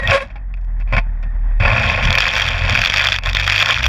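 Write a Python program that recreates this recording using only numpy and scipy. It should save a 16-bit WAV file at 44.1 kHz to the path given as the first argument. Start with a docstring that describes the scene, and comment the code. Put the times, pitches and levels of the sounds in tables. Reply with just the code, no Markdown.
"""A steel blade squeals at the end of one push of a plow truck, close to a cased camera on its hood.
The engine, sine orders over noise, sinks toward idle while grit and knocks ring the scuffing blade.
Then the blade bites down with a rumble of the frame and grinds on over icy pavement: random grains
crumble the ice, splinter bursts crack it and short pings chatter as the engine labours and picks up."""
import sys
import numpy as np
from scipy import signal
from scipy.fft import rfft, irfft
from scipy.io import wavfile
from scipy.ndimage import uniform_filter1d, minimum_filter1d

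SR = 44100
rng = np.random.default_rng(int(sys.argv[2]) if len(sys.argv) > 2 else 0)


def transcribe(u):
    """Save the signal u as a 16-bit wav file named by the first command-line argument.

    u: samples, shape (n,) or (channels, n), limited to [-1, 1]; the rate is SR.
    q: integer samples, one column per channel.
    """
    v = np.clip(np.atleast_2d(u).T, -1, 1)
    q = np.round(v * 32767).astype(np.int16)
    wavfile.write(sys.argv[1], SR, q)


N = 171108
T = np.arange(N) / SR  # time, s

# All table levels are relative; spectra give the shape only, since each body has unit energy.
# resonances and notches of the camera case: centre_hz [Hz], half_width_hz [Hz], level_db [dB]
CASE_PEAKS = [(2490, 222, 7.5), (2920, 185, -7), (3290, 240, 0.5), (4034, 355, -10), (5630, 290, 6.5),
              (6090, 80, -7.5), (6860, 390, 8), (12900, 850, 17.5)]
# resonances of the steel blade: centre_hz [Hz], half_width_hz [Hz], level_db [dB]
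BLADE_PEAKS = [(522, 16, 5), (675, 33, 5), (892, 6.5, 7), (1073, 48, 10), (1430, 94, 10), (1726, 97, 7),
               (2304, 85, -0.5), (2576, 55, 4)]
# spectrum of steel sliding on the ground: frequency_hz [Hz], density_db [dB per Hz]
SLIDE_SPECTRUM = [(100, -24.5), (230, -7.5), (350, -19), (560, 3), (1000, -1.5), (1400, -6), (2200, 2.5),
                  (3300, -8.5), (4700, -15), (6500, -40), (9000, -41.5), (13000, -105.5), (15500, -70)]
# spectrum of ice cracking: frequency_hz [Hz], density_db [dB per Hz]
ICE_SPECTRUM = [(100, -13.5), (350, -24.5), (560, -14), (900, -10.5), (1800, -1.5), (2500, -4.5),
                (3300, -1), (4650, -8.5), (6500, -25), (8000, -34.5), (10000, -40), (13000, -46),
                (15500, -65.5)]


def gain_of(db):
    """Decibels to gain."""
    return 10 ** (np.asarray(db) / 20)


def evened(x):
    """Scales to rms 1."""
    return x / np.sqrt(np.mean(x ** 2) + 1e-20)


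def topped(x):
    """Scales the loudest instant, averaged over 64 samples, to rms 1."""
    return x / np.sqrt(uniform_filter1d(x ** 2, size=64).max() + 1e-20)


def curve(rows, axis=1):
    """One column of a timed table, drawn in straight lines to every sample."""
    rows = np.array(rows)
    return np.interp(T, rows[:, 0], rows[:, axis])


def drift(hz):
    """Smooth random motion of rms 1, with little left above the given rate."""
    f = np.fft.rfftfreq(N, 1 / SR)
    smooth = rfft(rng.standard_normal(N)) / (1 + (f / hz) ** 4)
    return evened(irfft(smooth, N))


def colour(x, spectrum, peaks=(), size=8192):
    """Rings x through a causal body of unit energy, made of a smooth spectrum and resonances."""
    f = np.fft.rfftfreq(size, 1 / SR)
    hz, db = np.transpose(spectrum)
    body_db = np.interp(np.log(f + 1), np.log(hz), db)
    body_db = body_db + sum(height * np.exp(-((f - centre) / width) ** 2) for centre, width, height in peaks)
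    # minimum phase: the body starts to ring at once
    log_gain = np.log(gain_of(np.r_[body_db, body_db[-2:0:-1]]))
    ring = np.fft.ifft(np.exp(np.conj(signal.hilbert(log_gain)))).real[:size // 2]
    return signal.oaconvolve(x, ring / np.linalg.norm(ring))[:N]


def grains(per_s, spread_db, clump_db):
    """Random clicks of either sign and uneven size, whose size swells in clumps; rms 1."""
    clump_hz = 109
    clumps = clump_db * np.clip(drift(clump_hz), -2, 2)
    size_db = spread_db * np.minimum(rng.exponential(1, N), 3.5) + clumps
    clicks = rng.choice([-1, 1], N) * (rng.random(N) < per_s / SR)
    return evened(gain_of(size_db) * clicks)


def add(mix, s, sound):
    """Mixes a sound in at a time in seconds."""
    part = mix[round(s * SR):][:len(sound)]
    part += sound[:len(part)]


def swell(t, peak_s):
    """Envelope that rises to 1 at peak_s and dies away smoothly."""
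    return t / peak_s * np.exp(1 - t / peak_s)


def ping(hz, ring_s):
    """A few cycles of steel that swell and die at once."""
    t = T[:SR // 100]
    return swell(t, ring_s) * np.sin(2 * np.pi * (hz * t + rng.random()))


def blow(rise_s, decay_s):
    """Time and envelope of a blow: a short rise, then a steady decay."""
    t = T[:SR // 5]
    return t, np.minimum(t / rise_s, 1) * np.exp(-np.maximum(t - rise_s, 0) / decay_s)


def engine():
    """Exhaust orders are multiples of the wandering firing rate, over the noise of the running truck."""
    # firing tone: start_s [s], firing_hz [Hz], firing_level_db [dB], octave_level_db [dB]
    firing = [(0, 48, -24, -43), (.25, 44.96, -35.5, -44.5), (.43, 45.04, -24, -45),
              (.756, 39.6, -18, -36.5), (.964, 41.1, -15, -40), (1.1, 38.25, -19, -36),
              (1.3, 38, -19, -35.5), (1.58, 38.4, -12, -38.5), (1.67, 39.36, -25, -29),
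              (1.8, 40.67, -30, -25.5), (2.15, 42.45, -22.5, -35), (2.274, 50, -34, -37),
              (2.458, 43.04, -30.5, -29), (2.626, 41.82, -19, -20.5), (2.852, 48.74, -34.5, -36.5),
              (3.05, 51.1, -31.5, -30), (3.21, 42.8, -25.5, -31.5), (3.31, 43.16, -18, -25),
              (3.55, 50.27, -30.5, -28.5), (3.7, 55.36, -39, -32.5), (3.88, 66.3, -16, -35)]
    # higher engine orders: multiple [of the firing rate], level_db [dB against the octave]
    overtones = [(1.5, -8.5), (2.5, -15.5), (3, -10.5), (4, -19), (5, -30.5), (6, -29), (7, -39)]
    # level of the higher orders as the engine strains: start_s [s], level_db [dB]
    strain = [(0, -1.5), (1.55, -0.5), (2.2, 0), (2.5, -1.5), (2.78, -4), (2.95, -4.5), (3.6, -4),
              (3.88, -2)]
    # spectrum of the truck noise: frequency_hz [Hz], density_db [dB per Hz]
    motor_spectrum = [(20, -8.5), (45, 10.5), (90, -2.5), (150, -9), (250, -11), (360, -31.5), (700, -18),
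                      (1050, -22), (1300, -26.5), (1900, -20.5), (2500, -43.5), (3300, -42.5),
                      (6000, -61.5), (14000, -86.5)]
    # truck noise: start_s [s], level_db [dB]
    motor_level = [(0, -29.5), (.5, -45.5), (.75, -40.5), (1.1, -39), (1.55, -35), (3.88, -50.5)]
    wander, tone_flutter_db, order_flutter_db, noise_flutter_db = 0.018, 0.03, 4.1, 2.3  # rms

    firing_hz = curve(firing) * (1 + wander * drift(16.5))
    phase = 2 * np.pi * np.cumsum(firing_hz) / SR
    upper = np.sin(2 * phase)
    for multiple, db in overtones:
        level_db = db + curve(strain) + order_flutter_db * drift(12)
        order = round(2 * multiple) / 2  # whole and half orders
        upper = upper + gain_of(level_db) * np.sin(order * phase + 2 * np.pi * rng.random())
    tone = gain_of(curve(firing, axis=2)) * np.sin(phase) + gain_of(curve(firing, axis=3)) * upper
    tone *= gain_of(tone_flutter_db * drift(10))

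    pulsed = rng.standard_normal(N) * (1 + 0.16 * np.sin(phase))
    noise = evened(colour(pulsed, motor_spectrum, CASE_PEAKS))
    return tone + noise * gain_of(curve(motor_level) + noise_flutter_db * drift(23))


def specks():
    """Thrown ice ticks on the camera case: single clicks ring its resonances."""
    # ticks: start_s [s], level_db [dB]
    ticks = [(.541, -31), (.571, -37), (.614, -35), (.648, -33.5), (.803, -28), (1.229, -26)]
    # spectrum of a tick: frequency_hz [Hz], density_db [dB per Hz]
    tick_spectrum = [(300, -30), (2000, 11), (4500, 8), (8000, -12), (13000, -22), (16000, -37.5)]
    clicks = np.zeros(N)
    for start, db in ticks:
        add(clicks, start, gain_of([db]))
    return colour(clicks, tick_spectrum, CASE_PEAKS)


def squeal(path, partials, rasp_db):
    """Steel sticks and slips at an unsteady pitch, with a puff of rasp at every slip."""
    # spectrum of the rasp: frequency_hz [Hz], density_db [dB per Hz]
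    rasp_spectrum = [(300, -18.5), (600, -13), (2200, 9.5), (3300, -7.5), (5000, -10.5), (7500, -19),
                     (11000, -26), (13000, -42.5), (16000, -56)]
    jitter, flutter_db = 0.013, 1.5  # rms, of the pitch and of each partial
    phase = 2 * np.pi * np.cumsum(curve(path) * (1 + jitter * drift(140))) / SR
    tone = np.zeros(N)
    for multiple, db in enumerate(partials, start=1):
        tone += gain_of(db + flutter_db * drift(110)) * np.sin(multiple * phase)
    rasp = evened(colour(rng.standard_normal(N) * (1 + np.cos(phase)), rasp_spectrum))
    fade_out = np.clip((path[-1][0] - T) / .005, 0, 1)
    return (tone + gain_of(rasp_db) * rasp) * gain_of(curve(path, axis=2)) * fade_out


def squeals():
    """The blade squeals low and high by stick-slip, then squeaks faintly as the truck creeps on."""
    # low squeal: start_s [s], pitch_hz [Hz], level_db [dB]
    low = [(0, 545, -21.5), (.012, 530, -51), (.035, 551.5, -24), (.06, 528.6, -53), (.105, 542.7, -30.5),
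           (.132, 559, -16), (.15, 545, -13), (.18, 556.4, -20.5), (.198, 547, -36.5), (.225, 541.5, -23.5),
           (.237, 564, -34), (.245, 550, -41), (.275, 550, -49)]
    # high squeal: start_s [s], pitch_hz [Hz], level_db [dB]
    high = [(0, 1900, -23.5), (.025, 1900, -32), (.04, 1850, -23), (.06, 1900, -19.5), (.078, 1870, -39)]
    # faint squeak of the creeping truck: start_s [s], pitch_hz [Hz], level_db [dB]
    creep = [(1.05, 1897, -71), (1.09, 1880, -65), (1.14, 1866, -79), (1.21, 1850, -50), (1.29, 1820, -50),
             (1.35, 1875, -64), (1.41, 1840, -48.5), (1.46, 1893, -63), (1.5, 1915, -49), (1.59, 1850, -60)]
    # partials of the low squeal, from the first up: level_db [dB]
    low_partials = [0, -7.5, -8, -16, -27, -18, -22]
    # partials of the high squeal and the squeak, from the first up: level_db [dB]
    high_partials = [0, -26, -46]
    push_end = squeal(low, low_partials, rasp_db=-10) + squeal(high, high_partials, rasp_db=-21)
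    squeak = squeal(creep, high_partials, rasp_db=-25.5) * gain_of(4.5 * drift(19))
    return push_end + squeak


def scuffs():
    """Force of the brief touches of the blade: attack, hold, release and a weak rattle after."""
    # touches: start_s [s], length_s [s], level_db [dB]
    touches = [(0.3, 0.0087, -40), (0.357, 0.016, -41.5), (0.57, 0.0067, -49), (0.797, 0.027, -42),
               (0.873, 0.044, -43), (0.923, 0.027, -20.5), (0.964, 0.025, -17.5), (1.226, 0.012, -35)]
    attack_s, release_s, rattle_s, rattle_db = 0.0025, 0.0054, 0.029, -21.5
    force = np.zeros(N)
    for start, length, db in touches:
        after = np.maximum(T - start - length, 0)
        fall = np.exp(-after / release_s) + gain_of(rattle_db) * np.exp(-after / rattle_s)
        force += gain_of(db) * np.clip((T - start) / attack_s, 0, 1) * fall
    return force


def scrape():
    """Dense grit rings the blade while the drag and the brief touches shake the plow frame."""
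    # blade dragging on the ground: start_s [s], sliding_level_db [dB], rumble_level_db [dB]
    drag = [(0, -35, -43), (.065, -30, -23), (.085, -16.5, -18.5), (.15, -19.5, -26), (.2, -28, -49),
            (.25, -46, -42), (.33, -72, -58.5), (.45, -75, -71.5), (1.594, -56, -71.5), (1.601, -17, -15),
            (1.7, -14.5, -17.5), (1.79, -18, -17), (1.99, -20.5, -22.5), (2.06, -19, -13.5),
            (2.2, -24, -33), (2.45, -26.5, -34.5), (2.75, -21.5, -18.5), (2.92, -29, -31.5),
            (3.03, -23.5, -43), (3.16, -40, -46), (3.215, -42, -34), (3.27, -23, -34), (3.335, -37, -25),
            (3.38, -28.5, -35), (3.55, -35.5, -40), (3.7, -18.5, -54), (3.77, -37, -29), (3.88, -27, -27.5)]
    # spectrum of the shaking frame: frequency_hz [Hz], density_db [dB per Hz]
    frame_spectrum = [(20, -19), (35, 5.5), (60, -3), (85, 3.5), (125, 0), (150, -13), (230, -12.5),
                      (340, -36), (700, -59), (2000, -83.5)]
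    thump_db = 1.5  # frame shake against the force of a touch
    touch = scuffs()
    grit = grains(per_s=7000, spread_db=3.5, clump_db=3.5) * gain_of(curve(drag))
    knocks = grains(per_s=3500, spread_db=2, clump_db=2) * touch
    shake = evened(colour(rng.standard_normal(N), frame_spectrum))
    shake *= gain_of(curve(drag, axis=2)) + gain_of(thump_db) * touch
    return colour(grit + knocks, SLIDE_SPECTRUM, BLADE_PEAKS + CASE_PEAKS) + shake


def bumps():
    """Bumps in the ground clank the blade with a spray of grit and thud the frame."""
    # blade clanks: start_s [s], level_db [dB], pitch_hz [Hz], decay_s [s]
    clanks = [(.0972, -7.5, 2500, .002), (.356, -32.5, 818, 0.011), (0.5393, -30.5, 2556, 0.0045),
              (0.9802, -9, 2258, 0.0027), (1.7145, -11, 2410, 0.0037), (1.78, -9, 2500, 0.0042),
              (1.8981, -6, 2515, 0.0052)]
    # frame thuds as the blade digs in: start_s [s], level_db [dB], pitch_hz [Hz]
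    thuds = [(1.602, -14, 70.15), (1.668, -13, 74.6), (1.695, -12, 112), (1.768, -16.5, 118),
             (2.08, -15, 127.5)]
    grit_db = -6.5  # against the clank tone
    out = np.zeros(N)
    for start, db, hz, decay_s in clanks:
        t, force = blow(0.00091, decay_s)
        spray = force * rng.standard_normal(len(t))
        grit = topped(colour(spray, SLIDE_SPECTRUM, BLADE_PEAKS + CASE_PEAKS, size=2048))[:len(t)]
        add(out, start, gain_of(db) * (force * np.sin(2 * np.pi * hz * t) + gain_of(grit_db) * grit))
    for start, db, hz in thuds:
        t, force = blow(rise_s=0.0037, decay_s=0.028)
        add(out, start, gain_of(db) * force * np.sin(2 * np.pi * hz * t))
    return out


def slips():
    """The edge catches and lets go at an uneven rate: a burst of force, then a lull."""
    rate_hz, jitter, depth_db, spread_db = 115, .4, 14.5, 3.5
    turns = np.cumsum(rate_hz * np.exp(jitter * drift(69.8))) / SR
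    size_db = spread_db * np.clip(rng.standard_normal(N), -2, 1)[turns.astype(int)]  # one size a slip
    burst_db = depth_db * np.sin(np.pi * np.sqrt(turns % 1))  # peaks early in each slip
    return evened(gain_of(size_db + burst_db))


def ice():
    """Ice crumbles in fine clicks under the slipping edge, and chips break off with a short ring."""
    # ice crushed under the cutting edge: start_s [s], level_db [dB]
    crush = [(.07, -45), (.115, -15), (.16, -21.5), (.19, -40), (.31, -53.5), (.42, -76), (1.6, -66.5),
             (1.63, -37), (1.79, -23), (1.9, -20), (2, -30), (2.04, -18), (2.12, -27), (2.19, -16),
             (2.39, -16), (2.51, -20.5), (2.63, -23), (2.76, -16), (2.93, -19), (3, -15.5), (3.15, -16.5),
             (3.18, -28), (3.205, -69), (3.23, -44), (3.255, -18), (3.3, -25), (3.338, -38), (3.36, -15),
             (3.46, -18.5), (3.6, -14.5), (3.71, -14.5), (3.8, -21), (3.86, -19.5)]
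    # chips that break off between the cracks: pitch_hz [Hz], level_db [dB]
    chip_pitches = [(1400, -2), (1900, 0.5), (2400, 0.5), (3200, 1), (4800, -18)]
    crumb_db, chip_db, chip_ring_s = -5, -11.5, 0.00028
    crumbs = grains(per_s=4000, spread_db=3.5, clump_db=3) * slips()
    crumbs = colour(crumbs, ICE_SPECTRUM, CASE_PEAKS + [(13000, 2200, -8)])  # a dip in the top treble
    chips = np.zeros(N)
    for hz, db in chip_pitches:
        breaks = grains(per_s=50, spread_db=-4.5, clump_db=3)
        rings = signal.oaconvolve(breaks, ping(hz, chip_ring_s))[:N]
        chips += gain_of(db) * evened(colour(rings, ICE_SPECTRUM, CASE_PEAKS))
    return (gain_of(crumb_db) * crumbs + gain_of(chip_db) * chips) * gain_of(curve(crush))


def cracks():
    """The edge snaps free: a burst of splinters and a short ring near one of two pitches, at random."""
    # large cracks: start_s [s], strength_db [dB]
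    snaps = [(0.0745, -10.5), (2.1049, -8), (2.1276, -8.5), (2.1523, 1), (2.1837, -2), (2.2044, -5),
             (2.2658, -13.5), (2.3367, -11.5), (2.3539, -11.5), (2.3807, -11.5), (2.3976, -7),
             (2.4185, -10.5), (2.4652, -15), (2.4799, -13.5), (2.487, -13), (2.6958, -9.5), (2.7073, -15),
             (2.7273, -14), (2.7517, -2.5), (2.7743, -9.5), (2.8164, -4), (2.8383, -10.5), (2.8492, -7),
             (2.8586, -5), (2.8987, -5), (2.9386, -9), (2.961, -9.5), (2.9717, -7), (2.9803, -10),
             (2.997, -9), (3.0203, -14), (3.0409, -9.5), (3.0475, -8.5), (3.0598, -17), (3.0701, -5),
             (3.086, -8), (3.1209, 2), (3.1413, -12), (3.1618, -11.5), (3.186, -13), (3.2353, -20),
             (3.259, -12.5), (3.2715, -15), (3.2806, -29), (3.2898, -16), (3.2959, -14.5), (3.3309, -17),
             (3.349, -5.5), (3.369, -5), (3.398, -11), (3.4484, -16), (3.4662, -11), (3.4764, -8),
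             (3.498, -3), (3.5218, -9), (3.5291, -10), (3.5606, -7), (3.5717, -17), (3.5796, -5),
             (3.5909, -12), (3.5991, -13), (3.6112, -12), (3.6249, 0), (3.659, -8), (3.6882, -10),
             (3.7079, -6), (3.7185, -15.5), (3.7426, -14.5), (3.8303, -9.5), (3.8404, -10), (3.8567, -9.5),
             (3.8633, -7.5)]
    lag_s, burst_db, ring_db, ring_s = .0001, -2, -0.5, 0.00068
    splinter_s, splinter_share, splinters_per_s = 0.0019, 0.36, 14000
    out, t = np.zeros(N), T[:SR // 40]
    force = swell(t, ring_s) + splinter_share * np.exp(-t / splinter_s)
    for start, db in snaps:
        hz = rng.choice([2400, 3330]) * rng.uniform(0.992, 1.065)
        splinters = rng.choice([-1, 1], len(t)) * (rng.random(len(t)) < splinters_per_s / SR)
        burst = topped(colour(force * splinters, ICE_SPECTRUM, CASE_PEAKS, size=2048))
        add(out, start + lag_s, gain_of(db + burst_db) * burst)
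        add(out, start + lag_s, gain_of(db + ring_db) * ping(hz, ring_s))
    return out


def scene():
    """Engine, blade and ice at one microphone."""
    tonal = np.sqrt(2) * (engine() + squeals())  # raises the engine and the squeals by 3 dB
    return (tonal + specks() + scrape() + bumps() + ice() + cracks())[None]


def record(dry):
    """A fast limiter holds the peaks under the ceiling, then a low-pass filter limits the band."""
    ceiling, limiter_s, edge_hz = 1, .001, 15200
    size = 2 * round(limiter_s * SR / 2) + 1
    gain = minimum_filter1d(ceiling / np.maximum(abs(dry), ceiling), 2 * size)
    held = dry * uniform_filter1d(uniform_filter1d(gain, size), size)
    low_pass = signal.firwin(255, edge_hz, window=("kaiser", 9), fs=SR)
    return signal.oaconvolve(held, low_pass[None], "same")


dry = scene()
out = record(dry)
transcribe(out)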